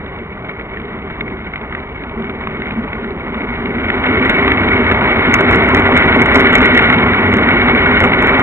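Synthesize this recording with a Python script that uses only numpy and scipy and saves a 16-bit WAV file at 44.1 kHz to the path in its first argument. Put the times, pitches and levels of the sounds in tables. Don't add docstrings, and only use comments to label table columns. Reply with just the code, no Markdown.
import sys
import numpy as np
from scipy import signal
from scipy.fft import rfft, irfft, next_fast_len
from scipy.io import wavfile
from scipy.ndimage import uniform_filter1d, map_coordinates

SR = 44100
rng = np.random.default_rng(int(sys.argv[2]) if len(sys.argv) > 2 else 0)


def put_to_file(sound):
    columns = np.atleast_2d(sound).T
    safe = np.clip(columns, -1, 1)
    whole_steps = np.round(safe * 32767)
    wavfile.write(sys.argv[1], SR, whole_steps.astype(np.int16))


def elevation(decibels):
    levels = np.asarray(decibels, float)
    return 10 ** (levels / 20)


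N = 371322

# time [s], force_db [dB]
ROLLING_FORCE = [(0, -26.5), (1.1, -25.5), (1.9, -26), (2.4, -24.5), (2.6, -23), (3.2, -23.5), (3.6, -21),
                 (3.85, -18.5), (3.95, -17.5), (4.28, -13), (4.75, -13.5), (5.3, -12.5), (6.1, -11),
                 (6.4, -11.5), (6.9, -10.5), (7.3, -13.5), (7.9, -11), (8.42, -12)]
# time [s], pitch_hz [Hz], speed [0 to 1], boom_db [dB]
BODY_BOOM = [(0, 205, 0, -2), (1.2, 209.2, .1, -3.5), (1.9, 233.5, 0, -2.5), (2.5, 224.4, 0, -1),
             (2.85, 221.3, 0, 3.5), (3.1, 231, 0, -2), (3.7, 235.5, .5, 2), (4.0, 257.5, 0.9, 1),
             (5.0, 240.1, 1, -3.5), (6.3, 250.9, 1, -1), (7.2, 240, 1, -1.5), (8.42, 251.4, 0.8, -3)]
# pitch_hz [Hz], width_hz [Hz], level_db [dB]
WHEEL_TONES = [(1457, 64, -3), (1961, 140, -7), (2190, 60, -1.5), (2233, 130, -3), (2940, 110, -22.5)]


def rms_one(x):
    return x / np.sqrt(np.mean(x ** 2) + 1e-20)


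def in_time(rows):
    times_s, *columns = np.transpose(rows)
    return [np.interp(np.arange(N) / SR, times_s, column) for column in columns]


def drift(rate_hz):
    r = np.exp(-2 * np.pi * rate_hz / SR)
    smooth = signal.lfilter([1], [1, -2 * r, r * r], rng.standard_normal(N + SR))
    return rms_one(smooth[SR:])


def resonance(x, hz, width_hz):
    r = np.exp(-np.pi * width_hz / SR)
    poles = [1, -2 * r * np.cos(2 * np.pi * hz / SR), r * r]
    return signal.lfilter([(1 - r * r) / 2, 0, (r * r - 1) / 2], poles, x)


def double_resonance(x, hz, width_hz):
    return resonance(resonance(x, hz, width_hz), hz, width_hz)


def coloured(x, spectrum, modes=()):
    size = next_fast_len(N)
    hz = np.arange(size // 2 + 1) * SR / size + 1
    corner_hz, corner_db = np.transpose(spectrum)
    power = elevation(np.interp(np.log(hz), np.log(corner_hz), corner_db, left=-120, right=-120)) ** 2
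    for centre_hz, width_hz, db in modes:
        power += elevation(db) ** 2 / (1 + (2 * (hz - centre_hz) / width_hz) ** 2) ** 2
    return irfft(rfft(x, size) * np.sqrt(power), size)[:N]


def shaken(force, spectrum, modes):
    return rms_one(coloured(force, spectrum, modes))


def rolling():
    # pitch_hz [Hz], level_db [dB per Hz]
    board_response = [(30, -16.5), (42, -2), (70, 1.5), (120, -6), (170, -3.5), (260, -34.5)]
    body_response = [(110, -24.5), (170, -4.5), (310, -2), (460, -2.5), (540, -17), (800, -23.5)]
    rail_response = [(380, -19.5), (520, -2), (800, -2), (1000, -1), (1300, -3.5), (1500, -33)]
    wheel_response = [(1150, -44.5), (1330, -6.5), (1700, -10.5), (1900, -5.5), (2300, -5), (2420, -17),
                      (3000, -17), (3200, -21.5), (3800, -22.5), (6000, -15.5)]
    # pitch_hz [Hz], width_hz [Hz], level_db [dB]
    board_slow_tones = [(57, 54, 0.5), (119, 13, 1.5), (158, 23, -1.5)]
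    board_fast_tones = [(93.8, 16, 5.5), (119, 14, -2.5)]
    body_tones = [(205, 18, -5), (382, 8.7, -7), (390.2, 28, 5), (443, 9.1, -4.5)]
    rail_tones = [(618.6, 7.1, 5.5), (1165, 89, -3)]

    force_db, = in_time(ROLLING_FORCE)
    speed = np.clip(in_time(BODY_BOOM)[1], 0, 1)
    knocks = rattle(per_s=32.0, spread_db=7.0, t60_s=0.051)
    chatter = np.sqrt(4.0 + (0.76 * knocks) ** 2)
    shared_db = 0.67 * drift(35.0)

    board = np.sqrt(speed) * shaken(roughness(0.42 * shared_db), board_response, board_fast_tones)
    board += np.sqrt(1 - speed) * shaken(roughness(0.3 * shared_db), board_response, board_slow_tones)
    body = shaken(roughness(0.47 * shared_db), body_response, body_tones)
    body += boom(width_hz=24)
    rail = shaken(roughness(shared_db) * chatter ** 0.41, rail_response, rail_tones)
    wheel_force = roughness(shared_db + 1.3 * drift(60.0)) * chatter
    wheels = shaken(wheel_force, wheel_response, WHEEL_TONES)

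    out = answer(force_db, level_db=-22, share=0.71, sway_db=0.5) * board
    out += answer(force_db, level_db=-15.5, share=0.97, sway_db=1.5) * rms_one(body)
    out += answer(force_db, level_db=-18.5, share=1.095, sway_db=1) * rail
    out += answer(force_db, level_db=-13, share=1.362, sway_db=0.96) * wheels
    return out


def roughness(flicker_db):
    return elevation(flicker_db) * rng.standard_normal(N)


def rattle(per_s, spread_db, t60_s):
    strength = elevation(spread_db * np.minimum(rng.exponential(1, N), 2.5))
    knocks = (rng.random(N) < per_s / SR) * strength
    return signal.lfilter([1], [1, -elevation(-60 / (t60_s * SR))], knocks)


def boom(width_hz):
    hz, _, db = in_time(BODY_BOOM)
    phase = 2 * np.pi * np.cumsum(hz) / SR
    tone = drift(width_hz) * np.cos(phase) + drift(width_hz) * np.sin(phase)
    return elevation(db) * rms_one(tone)


def answer(force_db, level_db, share, sway_db):
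    cruise_db, sway_hz = -12, 7.3
    return elevation(level_db + share * (force_db - cruise_db) + sway_db * drift(sway_hz))


def clicks():
    length = round(0.06 * SR)
    t = np.arange(length) / SR
    shape = (1 - np.exp(-t / 0.0006)) * elevation(-60 * t / 0.028)
    out = np.zeros(N + length)
    bursts = rng.standard_normal((150, length))
    for (start_s, db, hz, crack_db), noise in zip(all_clicks(), bursts):
        burst = noise * shape
        burst[round(0.0008 * SR)] += 6.0
        ring = resonance(burst, hz, 240)
        ring += elevation(-12) * double_resonance(burst, 1700, 1300)
        crack = double_resonance(burst, 3600.0, 1200.0)
        hit = ring / np.abs(ring).max()
        hit += elevation(crack_db - 7.0) * crack / np.abs(crack).max()
        out[round(start_s * SR):][:length] += elevation(db + 2.5) * hit
    return out[:N]


def all_clicks():
    # start_s [s], peak_db [dB], pitch_hz [Hz]
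    joint_clicks = [(0.5949, -18, 1910), (0.7715, -16, 1940), (1.2081, -11.5, 2190), (1.5578, -10.5, 2050),
                    (1.725, -15, 1460), (1.7493, -11, 1925), (2.0367, -13, 1420), (2.2956, -15, 1450),
                    (2.4712, -10.5, 1185), (2.6193, -11.5, 1844), (2.7081, -12.5, 2150),
                    (2.9301, -14.5, 2200), (3.0439, -17, 1434), (3.3437, -15, 1186), (3.4165, -17.5, 2240),
                    (3.657, -16, 2160), (3.901, -4, 2010), (4.0636, -9.5, 2263), (4.2496, -4.5, 1610),
                    (4.4786, 1, 1217), (4.5175, -1, 1990), (4.9126, -2.5, 1490), (5.3392, 2, 2100),
                    (5.7467, -1, 1917), (5.9657, -6.5, 1460), (6.32, -6, 2000), (6.503, -4.5, 2050),
                    (6.6053, -3, 1420), (6.7909, -1, 2166), (7.1341, -3, 1557)]
    gap_s, over_force_db, spread_db = 0.11, 2, 0.5
    chance = rng.random((120, 3))
    start_s = np.cumsum(gap_s * (0.3 + 1.4 * chance[:, 0]))
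    force_db = np.interp(start_s, *np.transpose(ROLLING_FORCE))
    db = force_db + over_force_db + spread_db * np.log(chance[:, 1])
    hz = np.array(WHEEL_TONES)[(4 * chance[:, 2]).astype(int), 0]
    knocks = np.transpose([start_s, db, hz])[start_s < N / SR]
    rows = np.vstack([joint_clicks, knocks])
    crack_db = -22.5 + 6 * rng.standard_normal(200)[:len(rows)]
    return np.column_stack([rows, crack_db])


def ticks():
    # start_s [s], peak_db [dB]
    pin_ticks = [(0.147, -47.5), (0.615, -37), (0.8175, -31), (0.9887, -40.5), (1.2073, -23), (1.3713, -34),
                 (1.4561, -34), (1.7491, -28), (1.8921, -31), (2.1126, -33.5), (2.2238, -26), (2.2518, -42),
                 (2.5005, -31.5), (2.7214, -31), (3.107, -24), (3.3846, -38), (3.9015, -21), (4.0637, -27),
                 (4.2338, -25.5), (5.2673, -26), (6.9855, -13), (7.392, -29)]
    t = np.arange(round(0.034 * SR)) / SR
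    out = np.zeros(N + len(t))
    snaps = rng.standard_normal((len(pin_ticks), len(t)))
    for (start_s, db), noise in zip(pin_ticks, snaps):
        snap = double_resonance(noise * elevation(-60 * t / 0.011), 3100.0, 2200.0)
        out[round(start_s * SR):][:len(t)] += elevation(db + 5.0) * snap / np.abs(snap).max()
    return out[:N]


def scene():
    car = rolling() + clicks() + ticks()
    return np.array([car, car])


def jolted(x):
    reach = round(0.0015 * SR)
    hump = np.hanning(round(0.004 * SR))
    gain = np.ones(N)
    for start_s, db in all_jolts():
        start = round(start_s * SR) - reach // 2
        crest = start + np.argmax(np.abs(x[start:start + 2 * reach]))
        wanted = (1 + elevation(1.046 * db + 14.5)) / np.abs(x[crest])
        first = crest - len(hump) // 2
        span = slice(first, first + len(hump))
        tallest = np.abs(x[span] * (1 + (wanted - 1) * hump)).max()
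        wanted *= wanted * np.abs(x[crest]) / tallest
        gain[span] = np.maximum(gain[span], 1 + (wanted - 1) * hump)
    return gain * x


def all_jolts():
    # start_s [s], crackle_db [dB]
    heavy_jolts = [(4.298, -28), (4.9193, -29), (5.3415, -19), (5.3455, -17.5), (5.4063, -30.5),
                   (5.546, -26), (5.748, -23.5), (5.7512, -26), (5.7978, -25.5), (5.9766, -24),
                   (6.0621, -31.5), (6.2149, -24), (6.217, -23), (6.3573, -18), (6.36, -19.5), (6.37, -21),
                   (6.3745, -24.5), (6.396, -22), (6.4079, -23.5), (6.5311, -20), (6.5553, -19.5),
                   (6.5823, -24.5), (6.617, -22.5), (6.6567, -26), (6.7486, -26.5), (6.776, -24.5),
                   (7.3385, -27.5), (8.0055, -25), (8.0513, -33), (8.3956, -28)]
    light_bumps = [(4.2604, -38), (4.4468, -44.5), (4.4787, -41.5), (4.5205, -38), (5.194, -48.5),
                   (5.511, -30), (5.526, -26.5), (5.5586, -28.5), (5.6387, -37), (5.6888, -32),
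                   (5.769, -31.5), (5.8696, -44.5), (5.892, -49), (5.9321, -45), (5.9677, -29),
                   (6.1632, -33), (6.2586, -30), (6.3168, -39), (6.3463, -19.5), (6.794, -39),
                   (6.8237, -36.5), (6.8552, -39), (6.8989, -38), (6.9282, -34.5), (7.368, -29),
                   (7.5063, -44.5), (8.0393, -31), (8.1216, -46), (8.2233, -30.5), (8.2715, -32)]
    crest_gap_s, loss_db = 0.0036, 21.5
    chance = rng.random((len(heavy_jolts), 2, 2))
    steps = np.ceil(3 * chance[..., 0]) * [-1, 1]
    start_s, db = np.transpose(heavy_jolts)[..., None]
    around_s = start_s + crest_gap_s * steps
    around_db = db - loss_db * (0.5 + chance[..., 1])
    around = np.stack([around_s, around_db], -1)
    rows = np.vstack([heavy_jolts, light_bumps, *around])
    return rows[rows[:, 0] < N / SR - 0.005]


def filtered(x, design):
    return signal.sosfiltfilt(design, x)


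def roll_off(x):
    return signal.sosfilt(signal.butter(12, 20000, fs=SR, output="sos"), x)


def record(dry):
    # pitch_hz [Hz], level_db [dB]
    band_limit = [(10, 0), (3800, 0), (3960, -7), (4140, -11), (4300, -16), (4480, -30), (4650, -46),
                  (4800, -75)]
    ceiling, knee, left_lag_s = 0.8, 0.8, 1 / 8000
    limited = dry[0] / (1 + (dry[0] / ceiling) ** 6) ** (1 / 6)
    x = coloured(limited, band_limit)

    shaved = np.clip(x, -knee, knee) - x
    grit = filtered(shaved, signal.butter(4, 5200, fs=SR, output="sos"))
    x = jolted(x + 0.4 * grit)
    late = map_coordinates(x, [np.arange(N) - left_lag_s * SR], order=3, mode="nearest")

    both = (late + x) / 2
    side = filtered((late - x) / 2, signal.butter(2, 110, "high", fs=SR, output="sos"))
    mid = filtered(both, signal.cheby2(16, 30, 3830, fs=SR, output="sos"))

    near_overload = uniform_filter1d(1. * (np.abs(x) > 0.83), size=350) > 1e-6
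    kept = uniform_filter1d(1.6 * ((drift(6) > 1.1) | near_overload), size=512)
    mid += kept * filtered(both, signal.cheby2(16, 30, 4080, "high", fs=SR, output="sos"))
    return roll_off(np.clip(mid + side * [[1], [-1]], -1, 1))


dry = scene()
out = record(dry)
put_to_file(out)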